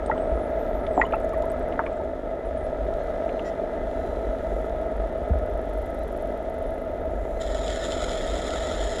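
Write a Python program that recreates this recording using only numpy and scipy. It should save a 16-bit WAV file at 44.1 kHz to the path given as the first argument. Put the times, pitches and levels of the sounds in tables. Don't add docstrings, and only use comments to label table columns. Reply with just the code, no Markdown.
import sys
import numpy as np
from scipy import signal
from scipy.fft import rfft, irfft
from scipy.io import wavfile
from scipy.ndimage import uniform_filter1d

SR = 44100
rng = np.random.default_rng(int(sys.argv[2]) if len(sys.argv) > 2 else 0)


def materialize(psi):
    bounded = np.clip(np.atleast_2d(psi).T, -1, 1)
    quanta = np.round(bounded * 32767).astype(np.int16)
    wavfile.write(sys.argv[1], SR, quanta)


N = 396900
TIME = np.arange(N) / SR

# time in seconds, level in dB.
FIZZ_LEVEL = [(1.5, -55), (2.4, -57), (3.1, -53.5), (5.55, -55.5), (6.1, -54), (7.2, -57.5)]
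CLATTER_LEVEL = [(0.0, -28), (1.73, -28.5), (2.15, -32), (3.18, -29), (7.24, -31.5), (7.79, -29.5)]
RUMBLE_LEVEL = [(0.0, -37), (1.7, -34.5), (2.2, -39.5), (2.78, -33), (3.55, -40.5), (4.15, -33.5),
                (4.8, -37), (5.5, -33), (6.3, -38), (7.55, -35), (9.0, -35.5)]
GURGLE_LEVEL = [(0, -51), (.8, -65), (1.15, -45), (2.05, -46.5)]
# frequency in Hz, level in dB.
FIZZ_COLOUR = [(2500, -3), (3500, 3.5), (4500, -8), (7000, -11), (8600, -16.5), (10200, -12.5),
               (13000, -21), (15500, -30)]
HULL_COLOUR = [(140, -17), (250, -13), (400, -7), (540, -7), (640, 2), (780, -15), (900, -16), (1060, -30),
               (1300, -26), (1530, -23), (1800, -27.5), (2300, -37), (4500, -66.5)]
RUMBLE_COLOUR = [(16, -15.5), (30, 2), (40, -6), (50, 5), (62, -8), (74, -3), (90, -12.5), (130, -25)]
CRACK_COLOUR = [(3000, 12), (7000, 3), (15000, -44)]
CHURN_COLOUR = [(1050, -7.5), (1300, 8.5), (2000, 4), (2400, -7.5), (2900, -6.5), (3200, 3.5), (3600, 3.5),
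                (4500, -10), (7100, -8.5), (8700, -15), (9800, -11), (10700, -26), (13300, -35),
                (14300, -30), (15500, -39)]
SONAR_COLOUR = [(3000, -32), (7000, -10.5), (8700, -11.5), (10200, 1.5), (12500, -2), (14000, -15)]
BUZZ_COLOUR = [(2500, -17), (4000, 2), (4900, -4), (7200, 5), (8600, -8), (10200, 4.5), (14000, -7)]
SQUAWK_COLOUR = [(1900, 19.5), (2600, 3), (4600, -1), (5800, 6), (6450, -9), (7100, 5), (8200, -16),
                 (10500, -10)]
WHISTLE_COLOUR = [(6000, -5.5), (7200, 10), (8700, -5), (10300, 4), (11500, -10), (12800, -2)]
# centre in Hz, width in Hz, boost in dB (below 0 cuts).
HULL_BANDS = [(253.7, 29.3, 6.5), (657, 39, 2), (1285, 99, 10), (1532, 41, -20), (2015, 46, 11)]
HOUSING_BANDS = [(1587, 67, -28), (3970, 170, 4), (4800, 110, -2), (5150, 330, 7.5), (6230, 1000, -12),
                 (6900, 1350, 13), (8650, 440, -16)]
# firings per second, level in dB.
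ENGINES = [(50.6, 0), (47.8, -4)]
# time in seconds, peak level in dB.
CRACKS = [(.0613, -40), (1.4222, -40), (7.68, -24), (7.921, -23), (8.116, -27), (8.5053, -26)]
# start in seconds, starting pitch in Hz, peak level in dB.
PLOPS = [(.061, 8440, -46), (.096, 846, -11.5), (.113, 1890, -23.5), (.115, 1324, -20), (.977, 706, -10.5),
         (.996, 830, -13), (1.0145, 1897, -10.5), (1.037, 995, -19.5), (1.052, 2900, -37),
         (1.1348, 1300, -16), (1.136, 830, -17.5), (1.141, 2570, -33), (1.499, 8000, -50),
         (1.794, 870, -18.5)]
SNAPS = [(.1795, 2920, -36), (.8659, 3300, -28.5), (1.013, 2300, -21.5), (1.124, 2650, -27),
         (1.2934, 6730, -46), (1.723, 2750, -33), (1.7921, 1410, -10), (1.864, 2210, -22.5),
         (3.292, 2630, -30), (3.394, 2640, -25)]
THUMPS = [(.31, 52.5, -9.5), (.346, 52, -12), (.976, 266, -10), (.977, 810, 0), (5.302, 190, -12.5),
          (5.303, 63.6, -4.5), (5.345, 60, -11)]
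# first and last click in seconds, average clicks per second,
# speed-up (below 0 slows down), moment of best aim in seconds, peak level in dB.
SONAR_RUNS = [(0.933, 1.425, 22.2, 0.00029, 1.57, -40), (1.456, 1.686, 12.8, -0.28, 1.5, -40),
              (2.852, 3.108, 15.6, -0.12, 2.98, -48), (4.567, 5.343, 19.5, -0.064, 5, -48),
              (5.3875, 6.305, 24.1, -.122, 5.7, -43.5), (5.787, 6.4293, 21.8, -.165, 6.1, -44),
              (6.499, 6.853, 25.4, 0.13, 6.63, -43), (6.914, 7.369, 19.7, -0.073, 7.0, -51)]
# start and length in seconds, clicks per second at the start, middle
# and end, level in dB.
BUZZES = [(3.87, .53, 695, 666, 655, -69.5), (4.379, 0.3, 392, 550, 627, -68.5),
          (7.079, 0.46, 322, 526, 660, -67.5)]
# start and length in seconds, base pitch in Hz at the
# start, middle and end, level in dB.
SQUEALS = [(2.856, .33, 1775, 2080, 1750, -58), (3.17, .3, 1760, 2055, 2075, -57),
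           (3.92, .45, 1945, 2002, 1935, -55.5), (5.975, .085, 1920, 1990, 2070, -53),
           (7.29, .23, 1900, 2110, 2090, -55.5)]
SHORT_WHISTLES = [(2.452, .045, 10300, 9150, 11200, -62), (2.573, 0.091, 9100, 8500, 10600, -55.5),
                  (6.658, 0.47, 9850, 11750, 12200, -65)]
# time in seconds, pitch in Hz.
LONG_WHISTLE_PITCH = [(.16, 7850), (.34, 8850), (.45, 10400), (.56, 12500), (.66, 13000), (.77, 12100),
                      (.92, 8200), (1.0, 7250), (1.09, 6700)]


def from_db(db):
    return 10 ** (np.asarray(db) / 20)


def rms_one(x):
    return x / np.sqrt(np.mean(x ** 2) + 1e-20)


def in_time(rows):
    return np.interp(TIME, *np.transpose(rows))


def noise():
    return rng.standard_normal(N)


def drift(per_s):
    targets = rng.standard_normal(size=12000)
    return rms_one(np.interp(TIME * per_s, np.arange(len(targets)), targets))


def arch(start, length, fade):
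    return np.maximum(1 - (2 * (TIME - start) / length - 1) ** 2, 0) ** fade


def coloured(x, colour, bands=()):
    hz = np.maximum(np.fft.rfftfreq(N, 1 / SR), 1)
    points, levels = np.transpose(colour)
    db = np.interp(np.log(hz), np.log(points), levels)
    octaves_outside = np.abs(np.log2(hz / np.clip(hz, points[0], points[-1])))
    db -= 24 * octaves_outside
    for centre, width, boost in bands:
        db += boost / (1 + (2 * (hz - centre) / width) ** 2)
    cepstrum = irfft(np.log(from_db(db)), N)
    cepstrum[1:N // 2] *= 2
    cepstrum[N // 2 + 1:] = 0
    return irfft(rfft(x) * np.exp(rfft(cepstrum)), N)


def pulses(per_s):
    cycles = np.cumsum(per_s) / SR
    fired = np.diff(np.floor(cycles), prepend=0)
    early_share = fired * (cycles % 1) / (per_s / SR)
    return fired - early_share + np.roll(early_share, -1)


def ticks(events, colour, bands=()):
    clicks = np.zeros(N)
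    for start, db in events:
        clicks[round(start * SR)] = from_db(db)
    sound = coloured(clicks, colour, bands)
    return sound * clicks.max() / np.abs(sound).max()


def sea_echoes(x, echo_db, spread_s, count=10):
    out = x.copy()
    for k, (place, sign) in enumerate(zip(rng.random(count), rng.choice([-1, 1], count))):
        share = (k + place) / count
        lag = 1 + int(share * spread_s * SR)
        out[lag:] += sign * from_db(echo_db) * (1 - share) * x[:-lag]
    return out


def wave_echoes(x, echo_db, lag_s, sway_s, per_s=5, count=3):
    lags = (lag_s * (k + rng.random()) + sway_s * drift(per_s) for k in range(count))
    return x - from_db(echo_db) * sum(np.interp(TIME - lag, TIME, x) for lag in lags)


def fizz(grain_db=6.5):
    crackle = noise() * from_db(grain_db * noise())
    return from_db(in_time(FIZZ_LEVEL) - 6.5) * rms_one(coloured(crackle, FIZZ_COLOUR))


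def engine(per_s, knock_db=-6.5, rattle_db=-2.5, puff_db=-4, uneven_db=2.5, puff_s=0.0045, cylinders=6):
    firings = TIME * per_s
    cylinder = firings.astype(int) % cylinders
    strength_db = uneven_db * (rng.standard_normal(cylinders)[cylinder] + .5 * noise())
    knocks = rms_one(pulses(np.full(N, per_s)) * from_db(strength_db))
    puffs = rms_one(noise() * np.exp(-(firings % 1) / per_s / puff_s))
    round_samples = round(cylinders * SR / per_s)
    noise_loop = irfft(np.exp(2j * np.pi * rng.random(round_samples // 2 + 1)), round_samples)
    rattle = rms_one(np.resize(noise_loop, N))
    return from_db(knock_db) * knocks + from_db(puff_db) * puffs + from_db(rattle_db) * rattle


def boat(wash_db=1.5, hum_db=-7.5):
    engines = sum(from_db(db) * engine(per_s) for per_s, db in ENGINES)
    clatter = rms_one(coloured(engines + from_db(wash_db) * noise(), HULL_COLOUR, HULL_BANDS))
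    hum = sum(from_db(db) * np.sin(2 * np.pi * (per_s * TIME + 0.16 * drift(3.5)))
              for per_s, db in ENGINES)
    low_noise = rms_one(coloured(noise(), RUMBLE_COLOUR))
    rumble = rms_one(low_noise + from_db(hum_db) * rms_one(hum))
    clatter *= from_db(in_time(CLATTER_LEVEL) + 1.09)
    rumble *= from_db(in_time(RUMBLE_LEVEL) + 2.5)
    return clatter + rumble


def cracks():
    return sea_echoes(ticks(CRACKS, CRACK_COLOUR, HOUSING_BANDS), echo_db=-5.5, spread_s=0.0042)


def bubble(hz, ring_s, attack_cycles, rise=0.19):
    t = TIME[:SR // 3]
    pitch = hz * (1 + rise * np.minimum(t / ring_s, 2))
    cycles = np.cumsum(pitch) / SR
    fade_in = 1 - np.exp(-(cycles / attack_cycles) ** 2)
    return from_db(-60 * t / ring_s) * fade_in * np.sin(2 * np.pi * cycles)


def gurgle(per_s, low_hz, high_hz, ring_cycles=36, uneven_db=4, sizes=12):
    births = (rng.random(N) < per_s / SR) * from_db(uneven_db * noise())
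    size = rng.integers(0, sizes, N)
    out = np.zeros(N)
    for k, hz in enumerate(np.geomspace(low_hz, high_hz, sizes)):
        ring = bubble(hz, ring_cycles / hz, attack_cycles=2.7)
        out += signal.oaconvolve(births * (size == k), ring)[:N] * (low_hz / hz) ** 2
    active = (TIME > GURGLE_LEVEL[0][0]) & (TIME < GURGLE_LEVEL[-1][0])
    return uniform_filter1d(1.0 * active, size=200) * from_db(in_time(GURGLE_LEVEL)) * rms_one(out)


def rings(rows, ring_s_at, attack_cycles):
    out = np.zeros(N)
    for start, hz, db in rows:
        ring = from_db(db) * bubble(hz, ring_s_at(hz), attack_cycles)
        at = round(start * SR)
        out[at:at + len(ring)] += ring
    return out


def splashes(rows, splash_db=-5.0, fade_s=0.026):
    out, t = np.zeros(N), TIME[:SR // 20]
    for start, hz, db in rows:
        band = signal.butter(2, [.35 * hz, 1.05 * hz], "band", fs=SR, output="sos")
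        burst = rng.standard_normal(len(t)) * from_db(-60 * t / fade_s)
        splash = signal.sosfilt(np.vstack([band, band]), burst)
        at = round(start * SR)
        out[at:at + len(t)] += from_db(db + splash_db) * splash / np.abs(splash).max()
    return out


def near_bubbles(plop_s=0.044, snap_cycles=22):
    plops = rings(PLOPS, lambda hz: plop_s, attack_cycles=1.8)
    snaps = rings(SNAPS, lambda hz: snap_cycles / hz, attack_cycles=1.6)
    return from_db(2) * sea_echoes(plops + snaps + splashes(PLOPS + SNAPS), echo_db=-14.5, spread_s=.018)


def thumps(ring_cycles=7.9):
    return from_db(-1) * rings(THUMPS, lambda hz: ring_cycles / hz, attack_cycles=0.69)


def propeller(start_s=7.402, build_s=0.37, bite_s=7.421, bite_width_s=0.0092,
              turns_per_s=11.13, blades=4):
    built = np.clip((TIME - start_s) / build_s, 0, 1)
    bite = np.exp(-((TIME - bite_s) / bite_width_s) ** 2)
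    level_db = -39 - 7 * (1 - built) + 11.5 * bite
    turning = uniform_filter1d(1.0 * (TIME > start_s), size=800)
    turns = TIME * turns_per_s
    steps = 64
    pattern = rms_one(rng.standard_normal(steps))
    clusters = np.interp(turns * steps, np.arange(steps), pattern, period=steps)
    surge_db = 1.9 * np.cos(2 * np.pi * blades * turns) + 2.8 * clusters + 1.2 * drift(120)
    crackle = noise() * from_db(6 * noise() + surge_db)
    hiss = wave_echoes(crackle, echo_db=-11, lag_s=.003, sway_s=0.000509)
    return turning * from_db(level_db) * rms_one(coloured(hiss, CHURN_COLOUR, HOUSING_BANDS))


def sonar(off_aim_loss_db=6, uneven_db=1.5):
    events = []
    for first, last, per_s, speed_up, aim_s, db in SONAR_RUNS:
        length = last - first
        progress = np.linspace(0, 1, 1 + round(per_s * length))
        times = first + length * (progress + speed_up * progress * (1 - progress))
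        aimed_db = db - off_aim_loss_db * np.abs(times - aim_s) / length
        events += zip(times, aimed_db + uneven_db * rng.standard_normal(len(times)))
    return wave_echoes(ticks(events, SONAR_COLOUR), echo_db=-12.5, lag_s=0.000166, sway_s=.00005)


def call(start, length, start_hz, middle_hz, end_hz, fade, bend_width=.26):
    progress = np.clip((TIME - start) / length, 0, 1)
    bend = (middle_hz - (start_hz + end_hz) / 2) * np.exp(-((progress - .5) / bend_width) ** 2)
    return start_hz + (end_hz - start_hz) * progress + bend, arch(start, length, fade)


def buzz(row, jitter=0.011, wander=0.009, uneven_db=2.5, db_per_octave=3):
    start, length, start_hz, middle_hz, end_hz, db = row
    per_s, loudness = call(start, length, start_hz, middle_hz, end_hz, fade=0.23)
    level_db = db + db_per_octave * np.log2(per_s / middle_hz)
    wobble = 1 + jitter * drift(400) + wander * drift(9.3)
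    clicks = pulses(per_s * wobble) * from_db(uneven_db * noise())
    return loudness * from_db(level_db) * rms_one(coloured(clicks, BUZZ_COLOUR))


def squawk(start_s=3.445, length_s=0.057, db=-45.5, per_s=645, jitter=0.03):
    clicks = pulses(per_s * np.exp(jitter * drift(370)))
    return arch(start_s, length_s, fade=0.4) * from_db(db) * rms_one(coloured(clicks, SQUAWK_COLOUR))


def whistle(hz, db, waver=0.0047, wander=.003, fading_db=3.5):
    level_db = db - 5.5 + np.interp(hz, *np.transpose(WHISTLE_COLOUR))
    hz = hz * (1 + waver * drift(370) + wander * drift(30))
    return from_db(level_db + fading_db * drift(90)) * np.sin(2 * np.pi * np.cumsum(hz) / SR)


def squeal(row, third_db=-11.0):
    *shape, db = row
    hz, loudness = call(*shape, fade=0.21)
    return loudness * (whistle(2 * hz, db) + whistle(3 * hz, db + third_db))


def short_whistle(row):
    *shape, db = row
    hz, loudness = call(*shape, fade=0.21)
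    return loudness * whistle(hz, db)


def long_whistle(rasp=0.61, break_start_s=.597, break_end_s=.643, drop_hz=550):
    hz = in_time(LONG_WHISTLE_PITCH)
    first, last = LONG_WHISTLE_PITCH[0][0], LONG_WHISTLE_PITCH[-1][0]
    strain = (hz - hz.min()) / np.ptp(hz)
    breaking = (TIME > break_start_s) & (TIME < break_end_s)
    hz = uniform_filter1d(hz, size=2400) - drop_hz * breaking
    tone = arch(first, last - first, fade=0.37) * whistle(hz, db=-59.5)
    return tone * (1 + rasp * strain * drift(420))


def scene():
    whistles = long_whistle() + sum(short_whistle(row) for row in SHORT_WHISTLES)
    calls = whistles + sum(squeal(row) for row in SQUEALS) + sum(buzz(row) for row in BUZZES)
    dolphins = sea_echoes(calls, echo_db=-18.0, spread_s=0.036) + sonar() + squawk()
    tiny_bubbles = from_db(-32.5) * gurgle(per_s=13, low_hz=6550, high_hz=10000)
    water = near_bubbles() + thumps() + gurgle(per_s=53, low_hz=844, high_hz=2360) + tiny_bubbles
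    return (cracks() + boat() + fizz() + propeller() + water + dolphins)[None]


def record(dry, cutoff_hz=15650):
    return signal.sosfilt(signal.ellip(10, .1, 90, cutoff_hz, fs=SR, output="sos"), dry)


dry = scene()
out = record(dry)
materialize(out)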